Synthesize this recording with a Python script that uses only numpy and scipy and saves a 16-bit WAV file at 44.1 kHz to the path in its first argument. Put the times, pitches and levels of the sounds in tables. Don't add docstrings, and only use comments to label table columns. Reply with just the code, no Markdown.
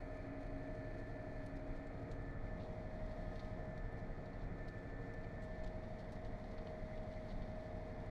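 import sys
import numpy as np
from scipy import signal
from scipy.fft import rfft, irfft
from scipy.io import wavfile
from scipy.ndimage import uniform_filter1d, map_coordinates

SR = 44100
rng = np.random.default_rng(int(sys.argv[2]) if len(sys.argv) > 2 else 0)


def wav_record(signal):
    frames = np.transpose(np.atleast_2d(signal))
    bounded = np.clip(frames, -1, 1)
    quanta = np.round(bounded * 32767).astype(np.int16)
    wavfile.write(sys.argv[1], SR, quanta)


N = 357210
T = np.arange(N) / SR

# time in seconds, crankshaft speed in rpm.
ENGINE_SPEED = [(0, 1443), (0.5, 1436), (0.66, 1446), (0.85, 1442), (1.25, 1446), (1.48, 1436),
                (1.64, 1433), (1.82, 1457), (2.1, 1443), (2.4, 1446), (3.12, 1448), (3.3, 1442),
                (3.6, 1452), (3.75, 1446), (3.9, 1451), (4.08, 1445), (4.35, 1452), (4.48, 1447),
                (4.62, 1454), (4.82, 1445), (4.98, 1455), (5.15, 1451), (5.38, 1457), (5.67, 1451),
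                (5.85, 1465), (6.05, 1444), (6.27, 1455), (6.48, 1446), (7.5, 1449), (8.1, 1447)]
# multiple of the four-stroke cycle rate, level in dB before throb and cab colour.
DRONE_LINES = [(2, -57), (3, -51), (4, -76.5), (5, -64.5), (6, -60), (7, -63), (8, -62), (9, -58),
               (10, -70.5), (11, -65), (12, -62.5), (13, -75), (14, -67.5), (15, -68), (16, -69),
               (17, -76.5), (18, -63.5), (19, -77), (20, -67), (21, -69), (22, -79.5), (24, -71.5),
               (30, -72), (32, -75.5), (57, -70), (58, -76), (63, -76), (66, -72.5), (69, -81), (71, -79),
               (75, -80), (76, -83.5), (82, -80.5), (88, -84.5), (101, -85.5)]
# time in seconds, change in dB.
ENGINE_THROB = [(0, 0.5), (.55, 1), (1.2, .5), (1.8, 1), (2.5, 1.5), (3, -1), (3.6, 1.5), (4.3, 0), (5, 0),
                (5.6, -0.5), (5.9, -1), (6.5, -1), (7.1, 0.5), (7.7, -1), (8.1, 0)]
# frequency in Hz, relative spectral level in dB.
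CLATTER_COLOUR = [(200, -18.5), (290, -6), (400, -4.5), (460, 1.5), (540, -5), (690, 2.7), (820, -5),
                  (1000, -10.5), (1200, -15), (1600, -16), (2000, -13.5), (2400, -22.5), (2600, -32),
                  (2850, -35), (6000, -47.5)]
# frequency in Hz, relative spectral level in dB.
BOOM_COLOUR = [(55, -15.0), (75, -4.5), (97, 0.0), (125, -4.5), (190, -15), (250, -23.5)]
# time in seconds, level in dB before waver and throb.
HUM_LEVEL = [(0, -58), (.4, -53), (1.2, -59), (1.7, -55), (2.05, -56.5), (2.7, -63.5), (4.3, -64.5),
             (4.8, -59.5), (5.1, -60), (5.35, -69.5), (8.1, -66)]
# time in seconds, level in dB before waver.
TIMING_LEVEL = [(0, -60), (.15, -55.5), (.26, -60.5), (.4, -58), (.8, -55), (1.0, -59), (1.4, -57),
                (1.9, -62), (2.1, -61.5), (2.36, -65), (2.48, -64), (2.58, -55.5), (3.15, -57.5),
                (3.45, -58), (3.7, -55), (3.88, -66), (4.02, -59), (4.15, -70), (4.28, -58.5), (4.42, -77),
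                (4.64, -65), (4.74, -65), (4.81, -64), (4.9, -74), (5.2, -59.5), (5.28, -66), (5.42, -57),
                (6.1, -58), (6.5, -60.5), (6.8, -56), (7.22, -56.5), (7.34, -60), (7.48, -56), (8.1, -57.5)]
# time in seconds, level in dB before trim and waver.
OCTAVE_LEVEL = [(0, -70), (1.1, -79.5), (1.7, -74.5), (2.4, -69), (2.8, -78), (3.3, -69.5), (3.7, -74.5),
                (4.2, -72), (5.3, -76), (5.9, -79), (8.1, -79.5)]
# time in seconds, level in dB before trim, waver and tremble.
HIGH_LEVEL = [(0, -71), (.43, -74.5), (.87, -67.5), (1.45, -70.5), (1.67, -86), (1.8, -69), (2.05, -80),
              (2.32, -65), (2.44, -78), (2.5, -64), (2.68, -89), (2.91, -71), (3.0, -81), (3.36, -68),
              (3.5, -77), (3.59, -68.5), (3.68, -71), (3.8, -66), (3.95, -68), (4.13, -77), (4.3, -72.5),
              (4.5, -76), (4.65, -63.5), (4.88, -68.5), (5.13, -66), (5.25, -70.5), (5.37, -68),
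              (5.66, -68.5), (5.8, -77), (7.35, -82), (7.5, -76.5), (8.1, -77.5)]
# multiple of the cycle rate, level in dB before cab colour, flutter as a share.
SHAFT_TONES = [(14.33, -66.5, .25), (28.67, -67.5, .4), (38.06, -66.3, .45), (57.4, -68.5, .55),
               (87, -78, .5), (117, -84, .5), (139, -85, .5), (156, -81, .9), (168, -81.5, .9),
               (208, -86.5, .4)]
# time of the peak in seconds, level in dB before cab colour.
LOW_SWELLS = [(0.5, -44.5), (0.95, -45), (1.33, -46), (1.73, -44.5), (2.4, -43), (2.65, -50.5), (3.05, -42),
              (3.45, -46.5), (3.82, -46), (4.1, -44), (4.45, -45), (4.87, -45.5), (5.62, -41.5),
              (6.28, -42), (6.55, -49.5), (6.94, -45), (7.38, -43.5), (7.58, -49.5), (7.75, -47.5)]
# frequency in Hz, relative spectral level in dB.
LOW_COLOUR = [(10, -19.5), (15, -3.0), (24, -4.5), (35, -2.0), (46, -13.5)]
# frequency in Hz, relative spectral level in dB.
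ROAR_COLOUR = [(20, -6.5), (55, -2), (125, 1.5), (190, 2.5), (240, -2), (320, -7.5), (680, -3.5),
               (1050, -16.5), (1600, -18.5), (2050, -14.5), (2700, -32.5), (4300, -46.5), (9000, -58.5)]
# frequency in Hz, relative spectral level in dB.
FIZZ_COLOUR = [(1800, -7.5), (2800, -6), (3500, -0.5), (3900, 0), (4350, 4), (4900, -5), (5600, -6.5),
               (7000, -11.5), (9500, -20.5), (12000, -22.5), (15000, -34.5)]
# time in seconds, level in dB before flicker and cab colour.
FIZZ_LEVEL = [(0, -82), (1.1, -80.5), (1.7, -80.5), (2.3, -80.5), (2.65, -77), (2.85, -78.5), (3.15, -77),
              (3.35, -75), (3.55, -77.5), (3.95, -78.5), (4.15, -79), (4.6, -79), (5.2, -78), (5.55, -77.5),
              (6.3, -77.5), (6.8, -76.5), (7.25, -76.5), (7.6, -76), (8.1, -78)]
# frequency in Hz, relative spectral level in dB.
PANEL_COLOUR = [(1600, -25.0), (1880, 3.0), (1960, -5), (2030, 3.0), (2200, -2.0), (2360, 1.0), (2600, -34.5)]
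# start in seconds, level in dB, length in seconds,
# brightness in dB per octave, ring in Hz.
FITTING_RATTLES = [(.986, -76, .022, 4, 3680), (1.462, -72.5, 0.01, 5, 9650), (1.565, -76, .016, 4, 4590),
                   (1.868, -75, .012, 3, 7580), (2.112, -69, 0.013, 1, 6890), (2.596, -72, .075, -6, 3680),
                   (3.06, -77, .01, 0, 6430), (3.11, -73, .026, -2, 3680), (3.355, -70, .014, -6, 3680),
                   (3.392, -66, .019, -6, 4360), (3.776, -73.5, .012, 2, 4360),
                   (3.922, -84, .012, 7, 10560), (3.97, -80, 0.039, 4, 4400), (4.254, -76, 0.021, 0, 3900),
                   (4.331, -63.5, .012, -14, 2600), (4.41, -74, 0.037, -4, 3900),
                   (4.678, -70, 0.022, 2, 4130), (5.137, -72.5, 0.011, 5, 5740),
                   (5.228, -74, .024, -6, 4130), (5.419, -75.5, 0.039, 4, 7800),
                   (5.635, -70, 0.018, -2, 7120), (5.661, -66, .021, -1.5, 3600),
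                   (5.835, -65, .015, -11, 2300), (5.936, -74, .01, -10, 3450),
                   (5.986, -73, 0.035, 0, 4590), (6.12, -70, .018, 6, 5230), (6.153, -72, .015, -2, 4300),
                   (6.248, -72, 0.029, -1, 2990), (6.32, -74, .008, -3, 4300), (6.38, -80, .008, 4, 7120),
                   (6.439, -67, .011, -6, 4360), (6.51, -76, .02, 0, 4820), (6.578, -65, .014, -9, 4400),
                   (6.669, -63, .016, -9, 2900), (6.972, -67, 0.013, -7, 3700), (7.113, -74, .06, -3, 4130),
                   (7.283, -68.5, .015, -6, 4360), (7.301, -66.5, 0.027, -5, 3900),
                   (7.42, -66, .017, -8, 3680), (8.057, -84, .014, 8, 9000)]
SMALL_RATTLE_LEVELS = (-89, -86, -80.5)
# frequency in Hz, relative spectral level in dB.
FITTING_COLOUR = [(900, -2.5), (2400, -2.5), (3400, 2), (3900, 2.5), (4350, 0.5), (4900, -1.5),
                  (5600, -2.5), (7500, -10), (10000, -17), (13000, -26), (15000, -34)]
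# time in seconds, turn (0 ahead, 0.5 right, 1 back).
HEAD_TURN = [(0, 0.013), (1.3, 0.13), (1.55, 0.21), (2.05, 0.28), (2.28, 0.29), (2.5, 0.75), (3.4, 0.97),
             (3.7, 0.61), (4.35, 0.76), (4.65, 0.34), (5.05, 0.46), (5.25, 0.4), (5.48, 0.97), (8.1, 1)]
# frequency in Hz, gain in dB facing ahead, facing right, facing back.
CAB_COLOUR = [(67.5, -5, -3, -3), (92.3, -2.5, -1, 3.3), (128, 0, 1, -4), (178, -5, 2.5, 1.5),
              (247, -4.5, -6, 2.5), (303, 4.5, -0.5, -0.5), (370, 1, -1, -1.4), (440, -1.5, 1.5, 0),
              (650, 1.5, 0, 0), (740, -3, -4.5, -1.7), (1110, -3, -1, -0.5), (1330, 2, 2, -1.5),
              (2020, -1, 0, 0), (2330, 1.5, -0.5, -1.5), (3000, 2, 0.4, 1.5), (3600, 3, -0.5, 4.5),
              (3900, 2, -0.5, -2), (4200, 3, -2.5, -1), (4700, 3, -3, -0.5), (5160, 2.5, -0.5, 1),
              (6500, 3, -0.5, -0.5), (7040, 2, 0.5, -2), (8000, 4, 1.5, 1), (9200, 7.5, -1, 2),
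              (10500, 5.5, 1.5, 0), (11700, 3.5, -1.5, 1), (12800, 5, 3, 0)]

HARD_STROKE = .49
WAVER_DB, WAVER_HZ = 0.5, 5
SWELL_RISE_S, SWELL_FALL_S, LOW_FLOOR_DB = 0.067, 0.12, -51.5
EDGE_HZ, FADE_S = 15600, .004


def drone(cycles, scatter=0.3, scatter_rise=0.023, uneven=0.09):
    lines = 0
    for multiple, db in DRONE_LINES:
        spread = min(scatter + scatter_rise * multiple, 1)
        lines = lines + amp(db) * tone(cycles - HARD_STROKE, multiple, .18, 3, spread)
    return -lines * (1 + uneven * wander(5.7))


def clatter(cycles, level_db=-58, repeat=0.46, knock=0.59, count=6, size=4096):
    white = irfft(np.exp(2j * np.pi * rng.random(size // 2 + 1)))
    one_cycle = coloured(white, [(20, 0), (5000, 0)])
    repeated = evened(map_coordinates(one_cycle, [cycles % 1 * size], order=3, mode="grid-wrap"))
    fresh = coloured(noise(), [(20, 0), (5500, 0)])
    ringing = np.sqrt(repeat) * repeated + np.sqrt(1 - repeat) * fresh
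    firing = cycles * count
    cylinders = rng.permutation(np.geomspace(.15, 1.3, count))
    strength = cylinders[firing.astype(int) % count]
    blows = 1 + knock * strength * np.exp(-(firing % 1) / .3)
    return amp(level_db) * coloured(ringing * blows, CLATTER_COLOUR)


def boom(cycles, low_db, level_db=-62.0, follow=0.22, throb_db=4.0):
    thumps = coloured(noise(), BOOM_COLOUR)
    throb = throb_db * np.cos(2 * np.pi * (cycles - HARD_STROKE))
    return amp(level_db) * evened(thumps * amp(throb + follow * low_db))


def gears(cycles, neighbour=22.35, neighbour_db=-13, octave_db=-2.0, high_db=4.0,
          hum_throb=0.26, hum_lag=0.52, runout=0.17):
    hum, timing, octave, high = [gear_level(table)
                                 for table in (HUM_LEVEL, TIMING_LEVEL, OCTAVE_LEVEL, HIGH_LEVEL)]
    hum = hum * (1 + hum_throb * np.cos(2 * np.pi * (cycles - HARD_STROKE - hum_lag)))
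    pair = tone(cycles, 22.92, .45, 17) + amp(neighbour_db) * tone(cycles, neighbour, .45, 8.1)
    timing_whine = timing * tone(cycles, 52, .13, 12)
    octave_whine = amp(octave_db) * octave * tone(cycles, 104, .4, 14)
    tremble = 1 + runout * np.cos(2 * np.pi * 2 * cycles)
    high_whine = amp(high_db) * high * tremble * tone(cycles, 146, .27, 26)
    return hum * pair + timing_whine + octave_whine + high_whine


def gear_level(table, glide_s=0.055):
    glide = uniform_filter1d(amp(curve(table)), round(glide_s * SR))
    return glide * amp(WAVER_DB * wander(WAVER_HZ))


def shafts(cycles):
    return sum(amp(db) * tone(cycles, multiple, flutter, 4.6) for multiple, db, flutter in SHAFT_TONES)


def rattles(small_spread_db=2, small_s=0.023, small_bright_db=-2, small_hz=4500,
            spread_octaves=.5, count=32):
    near = facing(SMALL_RATTLE_LEVELS)
    small = []
    for i, (when, force, pitch) in enumerate(rng.random((count, 3))):
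        at = int((i + when) * N / count)
        db = near[at] + small_spread_db * (2 * force - 1)
        hz = small_hz * 2 ** (spread_octaves * (2 * pitch - 1))
        small.append((at / SR, db, small_s, small_bright_db, hz))
    out = np.zeros(N)
    for start, *row in list(FITTING_RATTLES) + small:
        sound = rattle(*row)
        part = out[round(start * SR):][:len(sound)]
        part += sound[:len(part)]
    return out


def rattle(db, length, bright_db, hz, rise_s=0.00091, tail_s=0.035, tail_db=-13,
           ring_db=-8, metal_db=-9, metal_hz=4380, clump_db=3, size=8192):
    t = np.arange(size) / SR
    hard = rng.random(size) < 700 / SR
    clumps = amp(clump_db * evened(uniform_filter1d(rng.standard_normal(size), size=90)))
    touches = rng.standard_normal(size) * (1 + 3.0 * hard) * clumps
    contacts = coloured(touches, FITTING_COLOUR, bright_db)
    ring = resonance(contacts, hz, 700)
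    metal = resonance(contacts, metal_hz, 170)
    body = np.exp(-(t / length) ** 4)
    tail = amp(tail_db) * np.exp(-t / tail_s)
    jolt = (1 - np.exp(-t / rise_s)) * (body + tail)
    return amp(db) * jolt * evened(contacts + amp(ring_db) * ring + amp(metal_db) * metal)


def cab(low_db, roar_db=-57, swell_db=0.04, flicker_db=0.82, steady=0.27):
    low = coloured(noise(), LOW_COLOUR)
    height = uniform_filter1d(abs(signal.hilbert(low)), size=1500)
    low = evened(low / height ** steady)
    roar = coloured(noise(), ROAR_COLOUR) * amp(swell_db * wander(6.8))
    fizz = coloured(noise(), FIZZ_COLOUR)
    fizz_db = curve(FIZZ_LEVEL) + flicker_db * wander(9.4)
    return low * amp(low_db) + roar * amp(roar_db) + fizz * amp(fizz_db)


def low_level():
    level = np.full(N, amp(LOW_FLOOR_DB))
    for peak, db in LOW_SWELLS:
        swell = np.exp(-((T - peak) / np.where(T < peak, SWELL_RISE_S, SWELL_FALL_S)) ** 2)
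        level = np.maximum(level, amp(db) * swell)
    return 20 * np.log10(level)


def panels(level_db=-73.5, patchy_db=2.5):
    buzz = coloured(noise(), PANEL_COLOUR)
    return amp(level_db) * evened(buzz * amp(patchy_db * wander(20)))


def ticks(level_db=-88, per_s=60, decay_s=0.01, size=1024):
    hits = (rng.random(N) < per_s / SR) * rng.random(N) ** 2
    bursts = signal.oaconvolve(hits, np.exp(-np.arange(size) / SR / decay_s))[:N]
    return amp(level_db) * coloured(bursts * noise(), FITTING_COLOUR)


def head(x, ripple_db=1.0, size=2048):
    padded = np.pad(x, size, "reflect", reflect_type="odd")
    hz, t, spectrum = signal.stft(padded, SR, nperseg=size)
    turn = np.interp(t - size / SR, *np.transpose(HEAD_TURN))
    weights = np.array([np.interp(turn, [0, .5, 1], side) for side in np.eye(3)])
    points, *facings = np.transpose(CAB_COLOUR)
    colours = np.array([np.interp(np.log(hz + 1), np.log(points), db) for db in facings])
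    ripple = evened(uniform_filter1d(rng.standard_normal(colours.shape), size=10, axis=1))
    colours += ripple_db * ripple * np.minimum(hz / 2500, 1)
    shaped = signal.istft(spectrum * amp(colours.T @ weights), SR, nperseg=size)[1]
    return shaped[size:size + N]


def facing(by_direction):
    return np.interp(curve(HEAD_TURN), [0, .5, 1], by_direction)


def tone(cycles, multiple, flutter, flutter_hz, scatter=1):
    stir = 1 + flutter * (wander(flutter_hz) + 1j * wander(flutter_hz)) / np.sqrt(2)
    phase = multiple * cycles + scatter * (rng.random() - .5)
    return evened((stir * np.exp(2j * np.pi * phase)).real)


def resonance(x, hz, width_hz):
    return evened(signal.lfilter(*signal.iirpeak(hz, hz / width_hz, SR), x))


def coloured(x, points, tilt_db=0):
    hz, db = np.transpose(points)
    octave = np.log2(np.fft.rfftfreq(len(x), 1 / SR) + 1)
    beyond = abs(octave - np.clip(octave, np.log2(hz[0]), np.log2(hz[-1])))
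    gain = amp(np.interp(octave, np.log2(hz), db) - 20 * beyond + tilt_db * octave)
    return evened(irfft(rfft(x) * gain, len(x)))


def wander(hz):
    f = np.fft.rfftfreq(N, 1 / SR)
    return evened(irfft(rfft(noise()) * np.exp(-(f / hz) ** 2), N))


def noise():
    return rng.standard_normal(N)


def curve(table):
    return np.interp(T, *np.transpose(table))


def evened(x):
    return x / np.sqrt(np.mean(x ** 2) + 1e-20)


def amp(db):
    return 10 ** (np.asarray(db) / 20)


def scene():
    cycles = np.cumsum(curve(ENGINE_SPEED) / 120) / SR
    low_db = low_level()
    low_engine = amp(curve(ENGINE_THROB)) * (drone(cycles) + boom(cycles, low_db))
    engine = low_engine + clatter(cycles) + shafts(cycles)
    running = engine + cab(low_db) + panels() + ticks()
    return (head(running) + gears(cycles) + rattles())[None]


def record(dry):
    ends = np.minimum(np.minimum(T, T[::-1]) / FADE_S, 1)
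    low_pass = signal.firwin(511, EDGE_HZ, window=("kaiser", 9), fs=SR)
    return signal.oaconvolve(dry * ends, low_pass[None], "same")


dry = scene()
out = record(dry)
wav_record(out)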